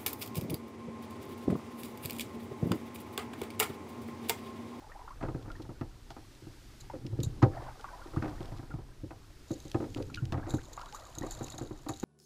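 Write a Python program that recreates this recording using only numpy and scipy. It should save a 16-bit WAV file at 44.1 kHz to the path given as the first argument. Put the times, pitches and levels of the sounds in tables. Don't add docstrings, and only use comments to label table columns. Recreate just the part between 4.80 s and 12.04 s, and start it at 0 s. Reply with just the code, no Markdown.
import sys
import numpy as np
from scipy import signal
from scipy.fft import rfft, irfft, next_fast_len
from scipy.io import wavfile
from scipy.ndimage import map_coordinates

SR = 44100
rng = np.random.default_rng(int(sys.argv[2]) if len(sys.argv) > 2 else 0)


def to_wav(s):
    ch = np.atleast_2d(s).T
    pcm = np.round(np.clip(ch, -1, 1) * 32767)
    wavfile.write(sys.argv[1], SR, pcm.astype(np.int16))


N = 319284

# blades enter in seconds, time until they lift clear in seconds,
# then trims in dB for the splash, the heave on the pull and the heave on the swing.
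STROKE_ROWS = [(0.42, 2.29, -6.5, -0.5, 1), (3.40, 2.14, 0.5, 0.5, -3), (6.40, 2.2, 0.5, -5, 0)]
# time in seconds, level in dB before the hiss trim.
HISS_LEVEL = [(0.0, -68.5), (1.15, -69.5), (1.4, -67), (2.0, -65.5), (2.25, -69.5), (2.95, -66),
              (3.65, -65.5), (4.0, -71), (4.3, -70), (4.94, -64.5), (5.5, -70), (6.6, -66.5), (6.92, -71),
              (7.24, -66)]
# frequency in Hz, relative density in dB per Hz.
HISS_COLOUR = [(180, 1.5), (300, 4.5), (384, 4), (453, -7.5), (794, -18.5), (985, -31), (1200, -7),
               (1700, -6.5), (2790, -8.5), (3450, -8), (4800, -7.5), (14000, -20.5), (15500, -24.5)]
# frequency in Hz, relative density in dB per Hz.
RUMBLE_COLOUR = [(10, -10.5), (28, 1.5), (45, -5), (75, -12), (150, -33.5), (400, -76)]
# frequency in Hz, relative density in dB per Hz.
MURMUR_COLOUR = [(40, 2.5), (75, 4), (115, 9.5), (190, -7), (240, -5), (310, -2.5), (450, -13.5),
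                 (900, -55.5)]
# frequency in Hz, relative density in dB per Hz.
WASH_COLOUR = [(200, -20), (380, -9), (520, 6), (900, 10), (1500, 3), (2200, -2.5), (3500, -26),
               (8000, -39)]
# frequency in Hz, relative density in dB per Hz.
SPRAY_COLOUR = [(800, -7), (2000, 0.5), (3200, 9), (5000, 5.5), (8000, -8), (15000, -17)]
# start in seconds, level in dB before trims,
# start pitch in Hz, glide in octaves per second, 60 dB decay in seconds.
DROP_ROWS = [(0.118, -39, 1700, 26, 0.029), (.192, -44.5, 658, 23, 0.075), (0.213, -42, 980, 1.5, 0.056),
             (0.278, -36.5, 1174, 43, 0.03), (.305, -39, 967, 20.5, 0.079), (0.702, -34, 1340, 10, 0.027),
             (.753, -39.5, 1740, 15, 0.028), (2.099, -30.5, 847, 21, 0.029), (2.135, -38, 582, -11, 0.15),
             (2.62, -28, 1043, -8, 0.053), (3.043, -29, 1214, -17, 0.034), (3.086, -38.5, 1490, 3, 0.04),
             (3.134, -41, 987, 1.5, 0.076), (3.363, -30.5, 1035, 53.5, 0.045),
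             (3.91, -41.5, 1480, -12.5, 0.06), (5.783, -41.5, 1350, 41.5, 0.056),
             (5.200, -36.5, 548, -13, 0.19), (5.299, -38, 1350, -3, 0.021), (5.976, -28, 1085, 26, 0.027),
             (6.011, -36.5, 1263, 15, 0.048), (6.030, -39, 880, 23.5, 0.058), (6.145, -35, 1095, 22, 0.053),
             (6.421, -36, 1820, 19, 0.026)]
# start in seconds, knock, thump and clack levels in dB before trims,
# favoured pitch in Hz, number of rebounds (rounded; below one means none).
BLOW_ROWS = [(0.41, -42, -45, -47, 283, 0), (0.427, -33, -35.5, -45, 408, 0),
             (0.434, -28.5, -42, -46.5, 560, 1), (0.485, -30, -35.5, -47.5, 230, 0),
             (0.546, -30, -34, -53, 423, 0), (0.673, -39.5, -44, -66, 318, 0),
             (0.797, -34, -49, -56.5, 306, 0), (0.891, -36, -42.5, -56, 301, 0),
             (1.011, -28.5, -35, -47, 286, 0), (1.304, -44, -48.5, -49.5, 330, 0),
             (1.365, -40.5, -61, -52.5, 310, 0), (1.622, -44, -47.5, -81, 283, 0),
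             (1.668, -38, -46.5, -65, 284, 0.5), (2.139, -35, -51, -57.5, 511, 1),
             (2.248, -34.5, -38, -66, 296, 0), (2.327, -38, -32, -64, 308, 0),
             (2.389, -26.5, -28, -59.5, 338, 0), (2.434, -41, -33, -61, 380, 0),
             (2.462, -39, -27, -63, 288, 0), (2.625, -12, -17.5, -30.5, 280, 0),
             (2.633, -17.5, -22, -37, 560, 0), (2.655, -31, -30.5, -71, 296, 0),
             (3.258, -38.5, -74, -58, 342, 0), (3.334, -36, -46, -52.5, 350, 0),
             (3.369, -25.5, -26.5, -51, 287, 0), (3.423, -27.5, -38, -42.5, 374, 3),
             (3.605, -33, -39.5, -52.5, 326, 0), (3.72, -41, -38.5, -53, 290, 0),
             (3.793, -38, -44, -56, 296, 0), (3.938, -37, -33.5, -54.5, 280, 0),
             (3.986, -39.5, -44, -56.5, 342, 0), (4.234, -32.5, -39, -79, 300, 0),
             (4.307, -39, -50, -50.5, 304, 0), (4.706, -24, -35.5, -54, 318, 0),
             (4.851, -38.5, -45.5, -63, 310, 0), (4.945, -19.5, -28, -39.5, 280, 0),
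             (5.002, -26.5, -41.5, -48, 283, 2), (5.161, -29, -41, -52.5, 314, 1),
             (5.2, -27.5, -48, -56, 328, 0), (5.423, -37.5, -28.5, -63, 291, 0),
             (5.523, -30.5, -33, -42, 570, 1), (5.574, -30, -36, -49.5, 310, -1),
             (5.668, -34.5, -60, -52, 520, 1), (5.738, -21.5, -28, -45, 277, 0.5),
             (6.375, -37.5, -43.5, -59, 285, 0), (6.409, -32.5, -39.5, -56, 293, 0),
             (6.433, -30, -61, -53, 360, 0), (6.61, -30.5, -38.5, -49.5, 314, 0),
             (6.784, -43, -50, -49, 361, 0), (6.812, -30, -41.5, -51.5, 312, 0),
             (6.909, -31.5, -42.5, -54.5, 292, 0), (7.064, -31.5, -55, -49, 339, 0),
             (7.091, -28.5, -39, -41.5, 360, 0.5), (7.23, -21.5, -37, -46.5, 323, 0)]
# knock, thump and clack levels in dB before trims,
# favoured pitch in Hz.
OAR_TAP = (-41.5, -49.5, -54.5, 318)
# frequency in Hz, relative level in dB, 60 dB decay in seconds.
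HULL_MODES = [(80.6, -8.5, 0.23), (96.3, -3, 0.17), (126.2, 4.5, 0.097), (169.2, -8, 0.082),
              (240.2, -1, 0.095), (305, 5, 0.093), (341.2, 0, 0.12), (389.3, -7, 0.11),
              (449.3, -13.5, 0.26), (508.7, -8.5, 0.15), (582, -10, 0.06), (674.5, -8.5, 0.11),
              (780.5, -10, 0.22), (913, -9.5, 0.088), (989, -19.5, 0.16), (1239, -7, 0.062),
              (1340, -12, 0.08), (2010, -31, 0.01), (2570, -11, 0.029)]
# frequency in Hz, relative density in dB per Hz.
PANEL_COLOUR = [(40, -6), (85, -4), (140, 8.5), (200, -8), (300, 2.5), (430, -16), (700, 0), (1300, -4.5),
                (1900, -8.5), (2700, -19), (4500, -21), (7000, -25), (15000, -74)]
# frequency in Hz, 60 dB decay in seconds.
PANEL_T60 = [(100, 0.026), (400, 0.26), (1200, 0.092), (2500, 0.064), (8000, 0.069)]
# start in seconds, envelope peak in dB before the trim,
# 60 dB decay in seconds.
TICK_ROWS = [(0.7168, -37.5, 0.018), (0.8195, -41.5, 0.054), (1.011, -41, 0.021), (1.304, -42.5, 0.076),
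             (1.5506, -40, 0.014), (2.2651, -32.5, 0.015), (2.4026, -36, 0.03), (4.916, -28, 0.0076),
             (5.1472, -27.5, 0.0056), (5.1724, -36, 0.034), (5.225, -34.5, 0.014), (5.3458, -30.5, 0.013),
             (5.3565, -34.5, 0.031), (5.454, -37.5, 0.014), (5.5225, -34.5, 0.048), (6.0142, -38, 0.01),
             (6.125, -39, 0.013)]
# start in seconds, envelope peak in dB before the trim,
# 60 dB decay in seconds.
BRUSH_ROWS = [(2.0038, -41.5, 0.06), (2.431, -30.5, 0.084), (4.7124, -44.5, 0.057), (5.705, -45, 0.061),
              (5.7367, -44.5, 0.079), (5.9299, -39.5, 0.03), (6.1458, -40.5, 0.1), (6.3841, -31.5, 0.022),
              (6.5076, -37.5, 0.11), (6.63, -50, 0.11), (6.7206, -37, 0.017), (6.78, -34, 0.02),
              (7.0858, -35, 0.055)]
# time in seconds, rustle level in dB before the trim.
SLEEVE_LEVEL = [(4.66, -68), (4.72, -54.5), (5.05, -72), (5.17, -62), (5.45, -77), (5.67, -83), (5.7, -45),
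                (5.82, -60), (6.45, -57.5), (6.52, -53.5), (6.7, -52), (7.0, -66), (7.24, -51)]
# frequency in Hz, relative density in dB per Hz.
CLOTH_COLOUR = [(1500, -8), (2800, 1), (3700, -24), (4600, 14), (5500, -24), (8500, -16), (12000, 7),
                (15500, -25)]
# centre in Hz, width in Hz, relative level in dB.
CLOTH_RINGS = [(3860, 87, 7.5), (4270, 460, 6.5), (6400, 130, 6.5), (7150, 300, 8.5), (6870, 300, 9.5),
               (10700, 470, -2.5), (13400, 720, -4)]
# start in seconds, fundamental's level in dB, start pitch in Hz,
# glide of the fundamental in octaves per second, 60 dB decay in seconds.
SQUEAK_ROWS = [(5.343, -31, 2500, -1, 0.019), (5.373, -33, 1500, -7.5, 0.055)]

TIME = np.arange(N) / SR
AGE = np.arange(SR // 2) / SR


def amp(db):
    return 10 ** (np.asarray(db) / 20)


def unit(x):
    return x / np.sqrt(np.mean(x ** 2) + 1e-20)


def fade(t, t60):
    return np.exp(-np.log(1000) * t / np.maximum(t60, 1e-3))


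def along(points, hz):
    f, v = np.transpose(points)
    return np.interp(np.log(hz + 1), np.log(f + 1), v)


def curve(points):
    s, v = np.transpose(points)
    return np.interp(TIME, s, v)


def wobble(rate):
    knots = rng.standard_normal(int(N * rate / SR) + 4)
    return map_coordinates(knots, [TIME * rate])


def noise(spectrum, size=N):
    m = next_fast_len(size + 2048)
    gain = amp(along(spectrum, np.fft.rfftfreq(m, 1 / SR)))
    return unit(irfft(rfft(rng.standard_normal(size), m) * gain, m)[:size])


def band(x, hz, kind, order=3):
    return signal.sosfilt(signal.butter(order, hz, kind, fs=SR, output="sos"), x)


def add(track, s, sound):
    start = max(round(s * SR), 0)
    part = track[start:start + len(sound)]
    part += sound[:len(part)]


def scattered(start, span, count):
    return start + span * (np.arange(count) + rng.uniform(size=count)) / count


def swells(rows, rise):
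    out = np.zeros(N)
    for s, db, t60 in rows:
        shape = fade(AGE, t60) * (1 - np.exp(-AGE / rise))
        add(out, s, amp(db) * shape / shape.max())
    return out


def stroke_swell(level_db, delay, hold, rise_db_per_s, fall_db_per_s):
    out = np.zeros(N)
    for (catch, *_), db in zip(STROKE_ROWS, level_db):
        t = TIME - catch - delay
        rising = rise_db_per_s * np.maximum(-t, 0)
        falling = fall_db_per_s * np.maximum(t - hold, 0)
        out += amp(db - rising - falling)
    return out


def snags(count, size_db, t60):
    sizes = amp(size_db * np.clip(rng.standard_normal(count), -2, 2))
    snaps = np.bincount(rng.integers(N, size=count), sizes, N)
    shape = fade(AGE, t60) * (1 - np.exp(-AGE / 0.0005))
    return unit(signal.fftconvolve(snaps, shape)[:N])


def surroundings(x, near_db, bank_db, near_t60, bank_t60=1.0):
    near, bank = rng.standard_normal((2, len(AGE))) * fade(AGE, np.array([[near_t60], [bank_t60]]))
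    tail = amp(near_db) * near / np.linalg.norm(near) + amp(bank_db) * bank / np.linalg.norm(bank)
    return x + signal.fftconvolve(x, tail)[:N]


def air(still_db=-58, pull_db=-51, swing_db=-48, hiss_db=6.0):
    pull_heave_db, swing_heave_db = np.transpose(STROKE_ROWS)[3:]
    pull = stroke_swell(pull_db + pull_heave_db, delay=0, hold=.14, rise_db_per_s=50, fall_db_per_s=11.5)
    swing = stroke_swell(swing_db + swing_heave_db, delay=2.23, hold=0.071, rise_db_per_s=48, fall_db_per_s=45)
    buffet = (amp(still_db) + pull + swing) * amp(0.55 * wobble(5))
    return buffet * noise(RUMBLE_COLOUR) + amp(curve(HISS_LEVEL) + hiss_db) * noise(HISS_COLOUR)


def murmur(calm_db=-62, pull_db=-48, eddy_db=-46):
    heave_db = np.transpose(STROKE_ROWS)[3]
    pull = stroke_swell(pull_db + heave_db, delay=0.092, hold=0.028, rise_db_per_s=150, fall_db_per_s=19.5)
    eddy = stroke_swell(eddy_db + heave_db, delay=1.817, hold=0.56, rise_db_per_s=68, fall_db_per_s=150)
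    return (amp(calm_db) + pull + eddy) * noise(MURMUR_COLOUR)


def bubble(hz, glide, t60):
    onset, longest_glide = .0015, .03
    t = AGE[:SR // 8]
    pitch = hz * 2 ** (glide * np.minimum(t, longest_glide))
    tone = np.sin(2 * np.pi * np.cumsum(pitch) / SR)
    return tone * fade(t, t60) * (1 - np.exp(-t / onset))


def bubbling(count=2200, middle_hz=950, scatter=0.425, size_db=3.5, wash_db=-5):
    fizz = np.zeros(N)
    for when in rng.uniform(0, N / SR, count):
        pitch, size, glide = rng.standard_normal(3)
        hz = middle_hz * np.exp(scatter * np.clip(pitch, -2, 1.6))
        add(fizz, when, amp(size_db * min(size, 2)) * bubble(hz, 5 + 10 * glide, 42 / hz))
    return unit(unit(fizz) + amp(wash_db) * noise(WASH_COLOUR))


def sloshes(entry_db=-38, entry_delay=0.0335, entry_t60=0.15, lift_db=-40.5, lift_span=.19, lift_t60=0.11):
    rows = []
    for catch, length, splash_db, *_ in STROKE_ROWS:
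        rows.append((catch + entry_delay, entry_db + splash_db, entry_t60))
        rows += [(s, lift_db, lift_t60) for s in scattered(catch + length, lift_span, count=8)]
    return rows


def trickle(calm_db=-68, swing_db=-60.5, entry_db=-58, slosh_db=-10, fizz_db=-9):
    splash_db = np.transpose(STROKE_ROWS)[2]
    run_off = stroke_swell(swing_db + splash_db, delay=-0.42, hold=0.28, rise_db_per_s=27, fall_db_per_s=67)
    entry = stroke_swell(entry_db + splash_db, delay=.04, hold=0.19, rise_db_per_s=150, fall_db_per_s=42)
    stir = run_off + entry
    flow = amp(calm_db) + stir + amp(slosh_db) * swells(sloshes(), rise=0.0023)
    droplets = stir * snags(count=350, size_db=7, t60=.014) * noise(SPRAY_COLOUR)
    return flow * bubbling() + amp(fizz_db) * droplets


def drips(lead_s=.42, span_s=.29, level_db=-45, middle_hz=897, middle_glide=17, cycles=56,
          spread_db=2, spread_octaves=0.403, glide_spread=8):
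    rows = []
    for catch, *_ in STROKE_ROWS:
        for s in scattered(catch - lead_s, span_s, count=9):
            size, pitch, glide = np.clip(rng.standard_normal(3), -2, 2)
            hz = middle_hz * 2 ** (spread_octaves * pitch)
            octaves_per_s = middle_glide + glide_spread * glide
            rows.append((s, level_db + spread_db * size, hz, octaves_per_s, cycles / hz))
    return rows


def drops(level_db=0, slap_db=-14, slap_t60=0.039):
    out = np.zeros(N)
    for s, db, hz, glide, t60 in DROP_ROWS + drips():
        add(out, s, amp(db + level_db) * bubble(hz, glide, t60))
        slap = noise(WASH_COLOUR, size=SR // 8) * fade(AGE[:SR // 8], slap_t60)
        add(out, s, amp(db + slap_db) * slap)
    return out


def blows(rebound_s=.017, rebound_loss_db=2.5, catch_delay=.02, pull_s=.55,
          tap_spread_db=2, easing_db_per_s=10):
    rows = []
    for s, *levels, pitch, rebounds in BLOW_ROWS:
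        rows.append((s, *levels, pitch))
        for k in range(1, round(rebounds) + 1):
            late = rebound_s * (k + rng.uniform(-0.2466, 0.261))
            rows.append((s + late, *(np.array(levels) - rebound_loss_db * k), pitch))
    for catch, *_ in STROKE_ROWS:
        for late in scattered(catch_delay, pull_s, count=5):
            change_db = tap_spread_db * rng.standard_normal() - easing_db_per_s * late
            rows.append((catch + late, *(np.array(OAR_TAP[:3]) + change_db), OAR_TAP[3]))
    return rows


def punch(x):
    return x / np.sqrt(np.mean(x[:SR // 50] ** 2) + 1e-20)


def panels(lo, hi):
    hz, t, z = signal.stft(noise(PANEL_COLOUR, size=len(AGE)), SR, nperseg=1024)
    inside = (hz >= lo) & (hz < hi)
    gain = fade(t, along(PANEL_T60, hz)[:, None]) * inside[:, None]
    return signal.istft(z * gain, SR, nperseg=1024)[1][:len(AGE)]


def register(shares, lo, hi, panel_db, contact):
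    hz, _, t60 = np.transpose(HULL_MODES)
    inside = (hz >= lo) & (hz < hi)
    tones = np.sin(2 * np.pi * hz[inside, None] * AGE) * fade(AGE, t60[inside, None])
    ring = punch(shares[inside] @ tones) + amp(panel_db) * punch(panels(lo, hi))
    return punch(ring * (1 - np.exp(-AGE / contact)))


def knocks(thump_db=-2, knock_db=-9, clack_db=1, spread_db=2, focus_db=6,
           middle_blow_db=-46, middle_corner_hz=1700, octave_db=11):
    out = np.zeros(N)
    low_hz, high_hz = 200, 600
    hz, mode_db, _ = np.transpose(HULL_MODES)
    for s, knock, thump, clack, pitch in blows():
        favour = -focus_db * np.abs(np.log2(np.clip(hz, low_hz, high_hz) / pitch))
        signs = rng.choice([-1, 1], len(hz))
        shares = signs * amp(mode_db + favour + spread_db * rng.standard_normal(len(hz)))
        low = register(shares, 0, low_hz, panel_db=-13.0, contact=0.0027)
        middle = register(shares, low_hz, high_hz, panel_db=-7.5, contact=0.0016)
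        high = register(shares, high_hz, SR, panel_db=1.5, contact=0.0002)
        corner = np.clip(middle_corner_hz * 2 ** ((clack - middle_blow_db) / octave_db), high_hz, SR / 4)
        add(out, s, amp(thump + thump_db) * low)
        add(out, s, amp(knock + knock_db) * middle)
        add(out, s, amp(clack + clack_db) * punch(band(high, corner, "low", order=1)))
    return out


def ticks(level_db=-10.0, rough_db=4.2, rough_rate=300):
    rough = unit(amp(rough_db * np.tanh(wobble(rough_rate))))
    return amp(level_db) * swells(TICK_ROWS, rise=0.00028) * noise(SPRAY_COLOUR) * rough


def jacket(rustle_db=-2, brush_db=-7.5, broad_db=-3, slip_db=4.0, own_db=8.5, catch_rate=200, snag_db=2):
    weave = amp(broad_db) * noise(CLOTH_COLOUR)
    for hz, width, db in CLOTH_RINGS:
        ring = band(rng.standard_normal(N), [hz - width / 2, hz + width / 2], "band", order=1)
        weave += amp(db) * unit(ring * amp(own_db * np.tanh(wobble(catch_rate))))
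    grip = unit(amp(slip_db * np.tanh(2 * wobble(catch_rate) - 1)))
    slips = unit(grip + amp(snag_db) * snags(count=600, size_db=5.5, t60=0.0079))
    started = TIME > SLEEVE_LEVEL[0][0]
    sliding = started * amp(curve(SLEEVE_LEVEL) + rustle_db) * slips
    brushing = swells(BRUSH_ROWS, rise=0.0012)
    return unit(weave) * (sliding + amp(brush_db) * brushing)


def squeaks(overtone_loss_db=14, rough=0.28, rough_rate=600):
    out = np.zeros(N)
    for s, db, hz, glide, t60 in SQUEAK_ROWS:
        for k in range(3):
            add(out, s, amp(db - overtone_loss_db * k) * bubble((k + 1) * hz, glide, t60))
    return out * (1 + rough * wobble(rough_rate))


def scene():
    plops = surroundings(drops() + squeaks(), near_db=-5.5, bank_db=-39, near_t60=0.13)
    hull = surroundings(knocks(), near_db=-22, bank_db=-24, near_t60=.15)
    mix = air() + murmur() + trickle() + plops + hull + ticks() + jacket()
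    return mix[None]


def record(dry, top_hz=15500):
    m = next_fast_len(N + SR // 2)
    kept = np.fft.rfftfreq(m, 1 / SR) < top_hz
    return irfft(rfft(dry, m) * kept, m)[..., :N]


dry = scene()
out = record(dry)
to_wav(out)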